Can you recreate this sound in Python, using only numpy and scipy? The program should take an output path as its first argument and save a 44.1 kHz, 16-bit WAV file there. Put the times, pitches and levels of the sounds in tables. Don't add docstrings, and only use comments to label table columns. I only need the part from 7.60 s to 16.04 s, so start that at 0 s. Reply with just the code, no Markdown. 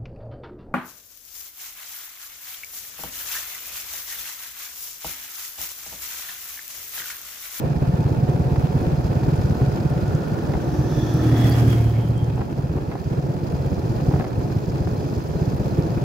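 import sys
import numpy as np
from scipy import signal
from scipy.fft import rfft, irfft
from scipy.io import wavfile
from scipy.ndimage import uniform_filter1d

SR = 44100
rng = np.random.default_rng(int(sys.argv[2]) if len(sys.argv) > 2 else 0)


def transcribe(signal):
    frames = np.atleast_2d(signal).T
    limited = np.clip(frames, -1, 1)
    pcm = np.round(limited * 32767).astype(np.int16)
    wavfile.write(sys.argv[1], SR, pcm)


N = 372195
TIME_S = np.arange(N) / SR
FREQ_HZ = np.arange(N // 2 + 1) * SR / N
PASS_S, CLOSING_M_S, GAP_M = 3.95, 11, 3

# time in seconds, firings per second.
REVS = [(0, 17.108), (1, 17.214), (1.7, 17.372), (2.8, 16.996), (3.4, 16.843), (4.8, 16.71), (6.3, 16.601),
        (7.1, 16.578), (7.6, 16.298), (8.44, 16.437)]
# time in seconds, firing level in dB.
PULL = [(0, -17), (.25, -13.5), (.8, -12.5), (1.4, -13.5), (2.3, -13), (3.3, -15), (4.7, -17.5), (5.7, -16),
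        (6.55, -15.5), (7.3, -17.5), (8.44, -17)]
# centre in Hz, width in Hz, level in dB.
EXHAUST_MODES = [(133.5, 85.5, -3), (68.6, 74, -12)]
STEEL_MODES = [(2370, 91, 6), (4200, 99, 11.5), (4850, 130, 9), (5190, 69, -16), (6160, 400, -12),
               (13100, 340, -2)]
BODYWORK_MODES = [(360, 140, 15), (565, 45, 7), (730, 194, 11), (970, 130, -1.5), (1280, 110, -3.5),
                  (1634, 110, -5.5), (2030, 140, -9.5), (2400, 360, -18.5), (3600, 920, -29)]
# time in seconds, rumble in dB, clatter in dB, hiss in dB.
RIDE = [(0, -29, -43.5, -58), (1.7, -28.5, -42, -54), (2.9, -29, -44.5, -55), (4.7, -32.5, -46.5, -61),
        (5.4, -32, -48, -58), (6.42, -29, -45, -54), (6.55, -26, -48.5, -53.5), (6.68, -30.5, -45.5, -55),
        (7.4, -30, -46.5, -53), (8.44, -29.5, -44, -54)]
# frequency in Hz, spectral density in dB.
CLATTER_SPECTRUM = [(300, 13), (700, -1.5), (900, 11.5), (1150, 2.5), (1450, 5), (1620, -0.5), (1780, 1.5),
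                    (2050, -9), (2500, -0.5), (2900, -8.5), (4000, -10), (8000, -22)]
HISS_SPECTRUM = [(1500, -13), (2800, -9), (3300, 1), (3700, -6), (4300, -1.5), (4900, 4), (5500, 0),
                 (6800, -1.5), (7800, -12), (9300, -29), (11000, -9.5), (12500, -12.5), (15500, -15)]
ROAD_SPECTRUM = [(20, -47), (45, -14), (90, 1), (160, 4), (250, -3.5), (350, -4.5), (430, -8), (540, -9),
                 (630, -13.5), (850, -19.5), (1100, -32.5), (1600, -50), (4000, -60)]
# time in seconds, level in dB, gulp depth in dB.
THROTTLE = [(0, -44.5, 2), (2.5, -38, 3.5), (5, -43.5, 4.5), (6.5, -38, 4.5), (7.3, -38.5, 0.5),
            (8.44, -34.5, 6)]
# tooth meshes per firing, level in dB.
MESHES = [(42.1, 0), (51.3, -6.5)]
# start in seconds, level in dB, chatter T60 in seconds, tilt in dB per octave.
JOLTS = [(.959, -27, .06, 4), (1.633, -32, .03, 0), (2.015, -28, .03, -1), (2.904, -29, .03, 1),
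         (2.937, -29, .05, 6.5), (2.952, -26, .04, 0), (4.778, -30, .03, -1), (4.794, -29, .028, 4),
         (4.808, -28.5, .08, 5), (4.816, -25, .04, -1), (5.169, -26, .03, -4), (5.185, -27, .03, -2),
         (5.314, -33, .1, 6), (5.323, -34, .04, 6), (5.338, -30, .028, -3), (5.354, -27, .025, 1),
         (6.403, -28, .03, -1), (6.511, -23, .05, -1), (6.521, -27, .03, -1), (6.538, -27, .03, 2),
         (6.56, -30, .03, 6), (6.597, -26, .025, 5), (6.608, -27.5, .025, 6), (6.621, -30, .03, 3),
         (6.641, -28, .02, 5), (6.649, -28, .02, 5), (6.666, -35, .03, 6), (6.812, -33, .028, 3),
         (6.9, -31, .03, 1), (6.918, -36, .03, 7), (7.187, -30, .03, 0), (7.273, -22.5, .03, -4),
         (7.359, -31, .03, 0)]
# centre in seconds, depth in dB, half length in seconds.
STUMBLES = [(1.093, 10, 0.046), (1.54, 7, 0.053), (1.968, 16.5, 0.023), (2.198, 15, 0.035), (2.47, 7, 0.04),
            (2.656, 24, 0.062), (2.82, 38, 0.059), (3.016, 30, 0.025), (3.307, 6, 0.021), (3.5, 15, .026),
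            (4.89, 15, 0.064), (5.26, 21, 0.026), (5.383, 39, 0.051), (5.548, 4, 0.039), (5.88, 16, 0.021),
            (6.284, 4, 0.1), (6.678, 29, 0.048), (6.895, 9, 0.037), (7.067, 4.5, 0.11), (7.532, 18, 0.029),
            (7.68, 12, 0.039), (8.1, 0, 0.061)]
# start in seconds, level in dB, pitch in Hz.
TICKS = [(1.2141, -50, 12500), (1.7614, -45, 7700), (2.3007, -43.5, 8900), (2.48, -44, 6500),
         (2.55, -41, 6500), (3.5389, -38, 12500), (3.8975, -32, 12000), (4.487, -46, 14000),
         (4.578, -44.5, 7700), (4.644, -44, 5800), (4.757, -47, 7000), (5.9204, -50, 11000),
         (6.0616, -50, 12500), (6.791, -47, 13000), (7.1811, -42, 5000), (7.639, -46, 12500),
         (7.6864, -49, 12500), (7.9633, -47, 12000)]
# time in seconds, pitch in Hz, level in dB.
CHAIN_RASP = [(.8, 1435, -63), (1.8, 1457, -52), (2.6, 1434, -44), (3.3, 1474, -57.5), (3.65, 1294, -43),
              (4.3, 1178, -75)]
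# time in seconds, firings per second.
TRICYCLE_REVS = [(2.6, 37.8), (3.1, 38), (3.4, 38.4), (3.8, 39.3), (4.12, 38.6), (4.3, 37.6), (4.5, 38.3),
                 (4.8, 38.6)]
# multiple of the firing rate, level in dB.
BOOM_PARTIALS = [(2, -13), (3, 0), (4, -22), (6, -24)]
BARK_PARTIALS = [(4, -1), (5, -3.5), (6, -1), (7, -1.5), (8, -2), (9, -2.5), (10, -8), (11, -11.5),
                 (12, -7.5), (13, -17)]
EDGE_PARTIALS = [(14, -5), (16, -7), (17, -7), (18, 0), (19, -7), (21, -5)]
# frequency in Hz, spectral density in dB.
TRICYCLE_CLATTER = [(300, 9.5), (700, 9.5), (830, 8), (1050, 3.5), (1250, 3.5), (1400, -2), (1550, 1.5),
                    (1720, 6), (2050, -23), (2750, -11.5), (5000, -8.5), (8000, -22)]
TRICYCLE_HISS = [(1500, 11.5), (3300, 1.5), (4000, -4), (5000, 1.5), (7000, -3.5), (8200, -5.5), (9700, -9),
                 (11000, -4), (13000, -4), (15500, -10)]
# centre in seconds, pitch in Hz, level in dB, half length in seconds.
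SQUEAKS = [(3.35, 3460, -55, .08), (3.495, 3400, -48, 0.05), (3.813, 1900, -43, 0.19),
           (3.84, 3360, -43.5, 0.035), (3.926, 4700, -39, 0.018), (3.954, 2610, -45, 0.02),
           (4.1, 3280, -50, 0.03), (4.182, 2200, -51, 0.1), (4.29, 3200, -54, .05),
           (4.376, 2240, -47.5, 0.036), (4.44, 3150, -53, .05)]


def undb(db):
    return 10 ** (np.asarray(db) / 20)


def curves(table):
    times_s, *columns = np.transpose(table)
    return [np.interp(TIME_S, times_s, column) for column in columns]


def unit(x):
    return x / np.sqrt(np.mean(x ** 2))


def bell(offset, half_width):
    return np.exp(-(offset / half_width) ** 2)


def walk(rate_hz):
    hold = max(int(SR / rate_hz), 2)
    steps = np.repeat(rng.standard_normal(N // hold + 1), hold)
    return 1.52 * uniform_filter1d(uniform_filter1d(steps, hold), hold)[:N]


def colour(x, spectrum):
    hz, db = np.transpose(spectrum)
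    gain = undb(np.interp(np.log(FREQ_HZ + 1), np.log(hz), db))
    return unit(irfft(rfft(x) * gain, N))


def resonate(x, hz, width_hz):
    return signal.lfilter(*signal.iirpeak(hz, hz / width_hz, fs=SR), x)


def band(x, hz, width_hz):
    return resonate(resonate(x, hz, width_hz), hz, 2 * width_hz)


def noise(correlation, left_lag_s=0):
    mid, side = rng.standard_normal((2, N))
    mid, side = mid * np.sqrt((1 + correlation) / 2), side * np.sqrt((1 - correlation) / 2)
    return np.array([np.roll(mid + side, round(left_lag_s * SR)), mid - side])


def waver(hz, width_hz):
    angle = 2 * np.pi * np.cumsum(hz + np.zeros(N)) / SR
    return unit(walk(width_hz) * np.cos(angle) + walk(width_hz) * np.sin(angle))


def clicks(per_s, spread_db):
    hit = rng.random(N) < per_s / SR
    size = undb(spread_db * np.minimum(rng.exponential(size=N), 3.5))
    return hit * size * noise(0.66)


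def throb(cycles, depth_db):
    return depth_db * np.cos(2 * np.pi * (cycles - .25))


def exhaust(cycles, force_db, echo_s=.01448, echo_db=-3.5, scatter_db=1.46, detune=.064):
    phase = cycles + .062
    firings_s = TIME_S[np.flatnonzero(np.diff(np.floor(phase)) > 0)]
    age_s = TIME_S[:SR // 16]
    thumps = np.zeros(N + SR)
    for due_s in firings_s:
        direct_s = rng.normal(due_s, .002)
        return_s = direct_s + rng.normal(echo_s, .0012)
        for start_s, path_db in [(direct_s, 0), (return_s, echo_db)]:
            start = max(int(start_s * SR), 0)
            for hz, width_hz, db in EXHAUST_MODES:
                rise = np.pi * width_hz * age_s / 3
                swell = (rise * np.exp(1 - rise)) ** 3
                gain = undb(rng.normal(db + path_db, scatter_db))
                tone = np.cos(2 * np.pi * hz * rng.normal(1, detune) * age_s)
                thumps[start:start + len(age_s)] += gain * swell * tone
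    puff = bell((phase - .29 + .5) % 1 - .5, .25)
    gas = colour(noise(.48), [(25, -43), (50, 6), (90, 2.5), (135, 3), (220, -12), (370, -13),
                              (550, -39), (1000, -59)])
    return undb(force_db) * (undb(2.5) * thumps[:N] + undb(-13) * puff * gas)


def machinery(cycles, clatter_db, hiss_db, grain_db=2.5):
    taps_db = -.3 * np.cos(4 * np.pi * cycles)
    clatter = noise(.3, .00041) * undb(taps_db + grain_db * walk(250))
    hiss = (noise(.49) + noise(.28, .00041)) * undb(.5 * taps_db + grain_db * walk(300))
    return (undb(clatter_db + 5) * colour(clatter, CLATTER_SPECTRUM)
            + undb(hiss_db + 2) * colour(hiss, HISS_SPECTRUM))


def airbox(cycles, stumble_db, hz=345, width_hz=140, uneven_db=3):
    throttle_db, gulp_db = curves(THROTTLE)
    flow = noise(.89) * undb(throb(cycles, gulp_db) + .29 * stumble_db + uneven_db * walk(70))
    return undb(throttle_db) * unit(band(flow, hz, width_hz))


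def gears(firing_hz, pull_db, stumble_db, whine_db=-42, slack_s=.47):
    load_db = 1.58 * (pull_db - pull_db.max()) + .5 * uniform_filter1d(stumble_db, int(slack_s * SR))
    whine = sum(undb(db) * waver(teeth * firing_hz, width_hz=60) for teeth, db in MESHES)
    return undb(whine_db + load_db) * whine


def road(cycles, rumble_db, stumble_db, uneven_db=1.24, shake_below_hz=300):
    tyres = colour(noise(.8), ROAD_SPECTRUM)
    eddies = colour(noise(.77, .0005), [
        (20, -27), (45, -10), (70, 5), (130, 8.5), (240, -2), (350, .5), (540, -4.5), (630, -7),
        (850, -8.5), (1100, -15), (2500, -32), (6000, -43.5)])
    rumble = undb(2.24) * tyres + eddies
    lows = signal.sosfiltfilt(signal.butter(2, shake_below_hz, fs=SR, output="sos"), rumble)
    shake_db = throb(cycles, depth_db=4.2) + .052 * stumble_db
    return undb(rumble_db + uneven_db * walk(60)) * (rumble + (undb(shake_db) - 1) * lows)


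def debris(rumble_db, hiss_db):
    buffets = colour(clicks(per_s=50, spread_db=2.5), [
        (60, -9), (200, 8.5), (450, -1.5), (800, -19), (1400, -17), (3000, -58)])
    grit = colour(clicks(per_s=70, spread_db=5), [
        (800, -20), (1600, -8), (3000, -5), (5000, -5), (7200, -3), (9200, -14), (12000, -6), (15500, 9)])
    taps = clicks(per_s=220, spread_db=2.2)
    clinks = unit(sum(undb(db) * resonate(taps, hz, width_hz) for hz, width_hz, db in STEEL_MODES))
    return undb(rumble_db - 9) * buffets + undb(hiss_db - 13) * grit + undb(hiss_db - 5) * clinks


def knocks(chatter_db=-24, detune=.05, left_lag_s=.0001):
    out = np.zeros((2, N + SR))
    age_s = TIME_S[:SR // 8]
    lowest_hz = BODYWORK_MODES[0][0]
    for start_s, db, t60_s, tilt_db_per_octave in JOLTS:
        blow = undb(chatter_db - 60 * age_s / t60_s) * rng.standard_normal((2, len(age_s)))
        blow[0, int(left_lag_s * SR)] += 1
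        blow[1, 0] += 1
        clunk = 0
        for centre_hz, width_hz, mode_db in BODYWORK_MODES:
            hz = centre_hz * (1 + detune * rng.uniform(-1.13, 1))
            gain = undb(mode_db + tilt_db_per_octave * np.log2(hz / lowest_hz))
            clunk = clunk + gain * band(blow, hz, width_hz)
        attack_rms = np.sqrt(np.mean(clunk[:, :SR // 200] ** 2))
        start = int(start_s * SR)
        out[:, start:start + len(age_s)] += undb(db - 1) * clunk / attack_rms
    return out[:, :N]


def stumbles(rebound_db=3, rebound_s=.037):
    db = np.zeros(N)
    for centre_s, depth_db, half_s in STUMBLES:
        db -= depth_db * bell(TIME_S - centre_s, half_s)
        db += rebound_db * bell(TIME_S - centre_s - 2 * half_s, rebound_s)
    return db


def ticks(t60_s=.013):
    out = np.zeros((2, N))
    contact = noise(.35)
    for start_s, db, hz in TICKS:
        span = slice(int(start_s * SR), int(start_s * SR) + SR // 20)
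        tone = unit(band(contact[:, span], hz, .3 * hz))
        out[:, span] += tone * undb(db + 2.5 - 60 * (TIME_S[span] - start_s) / t60_s)
    return out


def bearing(late_s=0):
    along_m = CLOSING_M_S * (TIME_S - PASS_S - late_s)
    distance_m = np.hypot(along_m, GAP_M)
    return distance_m, -along_m / distance_m


def passing(level_db, ahead_db, carry_m, late_s=0):
    distance_m, facing = bearing(late_s)
    return GAP_M / distance_m * undb(level_db + ahead_db * facing) * bell(distance_m, carry_m)


def alongside(peak_db, focus, late_s=0):
    distance_m, _ = bearing(late_s)
    return undb(peak_db) * (GAP_M / distance_m) ** focus


def doppler(x, shift=.035):
    _, facing = bearing()
    clock = np.cumsum(1 + shift * facing)
    return np.array([np.interp(clock, np.arange(N), channel) for channel in x])


def chain(width_hz=230):
    hz, db = curves(CHAIN_RASP)
    rasp = np.array([waver(hz, width_hz) for _ in range(2)])
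    sizzle = np.array([waver(5800, 2200) + undb(-10) * waver(12250, 1500) for _ in range(2)])
    return undb(db) * rasp + sizzle * passing(-47, ahead_db=3, carry_m=5.6, late_s=-.46)


def partials(table, angle, flutter_db, drift_rad=.012):
    out = 0
    for k, db in table:
        spread_rad = drift_rad * k * np.array([[1], [-1]]) * walk(3.1)
        gain = undb(db + flutter_db * walk(12))
        out = out + gain * np.cos(k * angle + rng.uniform(0, 2 * np.pi) + spread_rad)
    return out


def boom(angle, shut_s=4.82, shut_db=-7):
    note = unit(sum(undb(db) * np.cos(k * angle) for k, db in BOOM_PARTIALS))
    throttle = undb(np.interp(TIME_S, [shut_s - .02, shut_s + .02], [0, shut_db]))
    return note * throttle * passing(-16, ahead_db=-3, carry_m=15, late_s=.0089)


def bark(firing_hz, angle, lift_db=8, lift_hz=276, slide_hz_per_s=83, rough_db=2.2):
    centre_hz = lift_hz - slide_hz_per_s * np.clip(TIME_S - PASS_S, -.5, .5)
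    lifted = [(k, db + lift_db * bell(k * firing_hz - centre_hz, 40)) for k, db in BARK_PARTIALS]
    note = partials(lifted, angle, flutter_db=1.5) * undb(rough_db * walk(60))
    return note * passing(-30, ahead_db=3, carry_m=14, late_s=-.04)


def tricycle_engine():
    firing_hz, = curves(TRICYCLE_REVS)
    angle = 2 * np.pi * np.cumsum(firing_hz * (1 + .008 * walk(40))) / SR
    drone = boom(angle) + bark(firing_hz, angle)
    clatter = doppler(colour(noise(.81) * undb(2 * np.cos(angle)), TRICYCLE_CLATTER))
    hiss = colour(noise(.27, .0003) * undb(1.3 * walk(360) + 1.5 * walk(45)), TRICYCLE_HISS)
    edge = partials(EDGE_PARTIALS, angle, flutter_db=2.5)
    return (drone + clatter * passing(-37.5, ahead_db=8.5, carry_m=42, late_s=.044)
            + hiss * alongside(-34.5, focus=2.2)
            + edge * alongside(-35.5, focus=2.8, late_s=-.045))


def squeal(centre_hz=3320, shift=.04, width_hz=330, catch_db=3.5):
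    _, facing = bearing()
    rub = np.array([waver(centre_hz * (1 + shift * facing), width_hz) for _ in range(2)])
    return rub * undb(catch_db * walk(29.98)) * passing(-48, ahead_db=3, carry_m=10.5)


def squeaks(width_hz=280):
    out = np.zeros((2, N))
    rub = noise(.71)
    for centre_s, hz, db, half_s in SQUEAKS:
        span = slice(int((centre_s - .2) * SR), int((centre_s + .2) * SR))
        tone = unit(band(rub[:, span], hz, width_hz))
        out[:, span] += undb(db - 1) * bell(TIME_S[span] - centre_s, half_s) * tone
    return out


def rattle(decay_s=.0011):
    hits = abs(clicks(per_s=260, spread_db=3))
    envelope = signal.lfilter([1], [1, -np.exp(-1 / (SR * decay_s))], hits)
    metal = colour(envelope * noise(.2), [
        (1200, -20), (2500, 2), (4700, 4), (7000, 0), (9000, -8), (12500, -2), (15500, 3.5)])
    return metal * alongside(-43, focus=2.8, late_s=-.02)


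def scene():
    firing_hz, = curves(REVS)
    pull_db, = curves(PULL)
    rumble_db, clatter_db, hiss_db = curves(RIDE)
    cycles = np.cumsum(firing_hz) / SR + .3092
    stumble_db = stumbles()
    bike = exhaust(cycles, pull_db + stumble_db) + machinery(cycles, clatter_db, hiss_db)
    bike += airbox(cycles, stumble_db) + gears(firing_hz, pull_db, stumble_db) + knocks() + ticks()
    rolling = road(cycles, rumble_db, stumble_db) + debris(rumble_db, hiss_db)
    tricycle = tricycle_engine() + rattle() + squeal() + squeaks() + chain()
    return bike + rolling + tricycle


def record(dry, right_bias_db=.9, top_hz=15750):
    balanced = dry * undb(np.array([[-right_bias_db], [right_bias_db]]) / 2)
    return signal.sosfilt(signal.ellip(12, .1, 80, top_hz, fs=SR, output="sos"), balanced)


dry = scene()
out = record(dry)
transcribe(out)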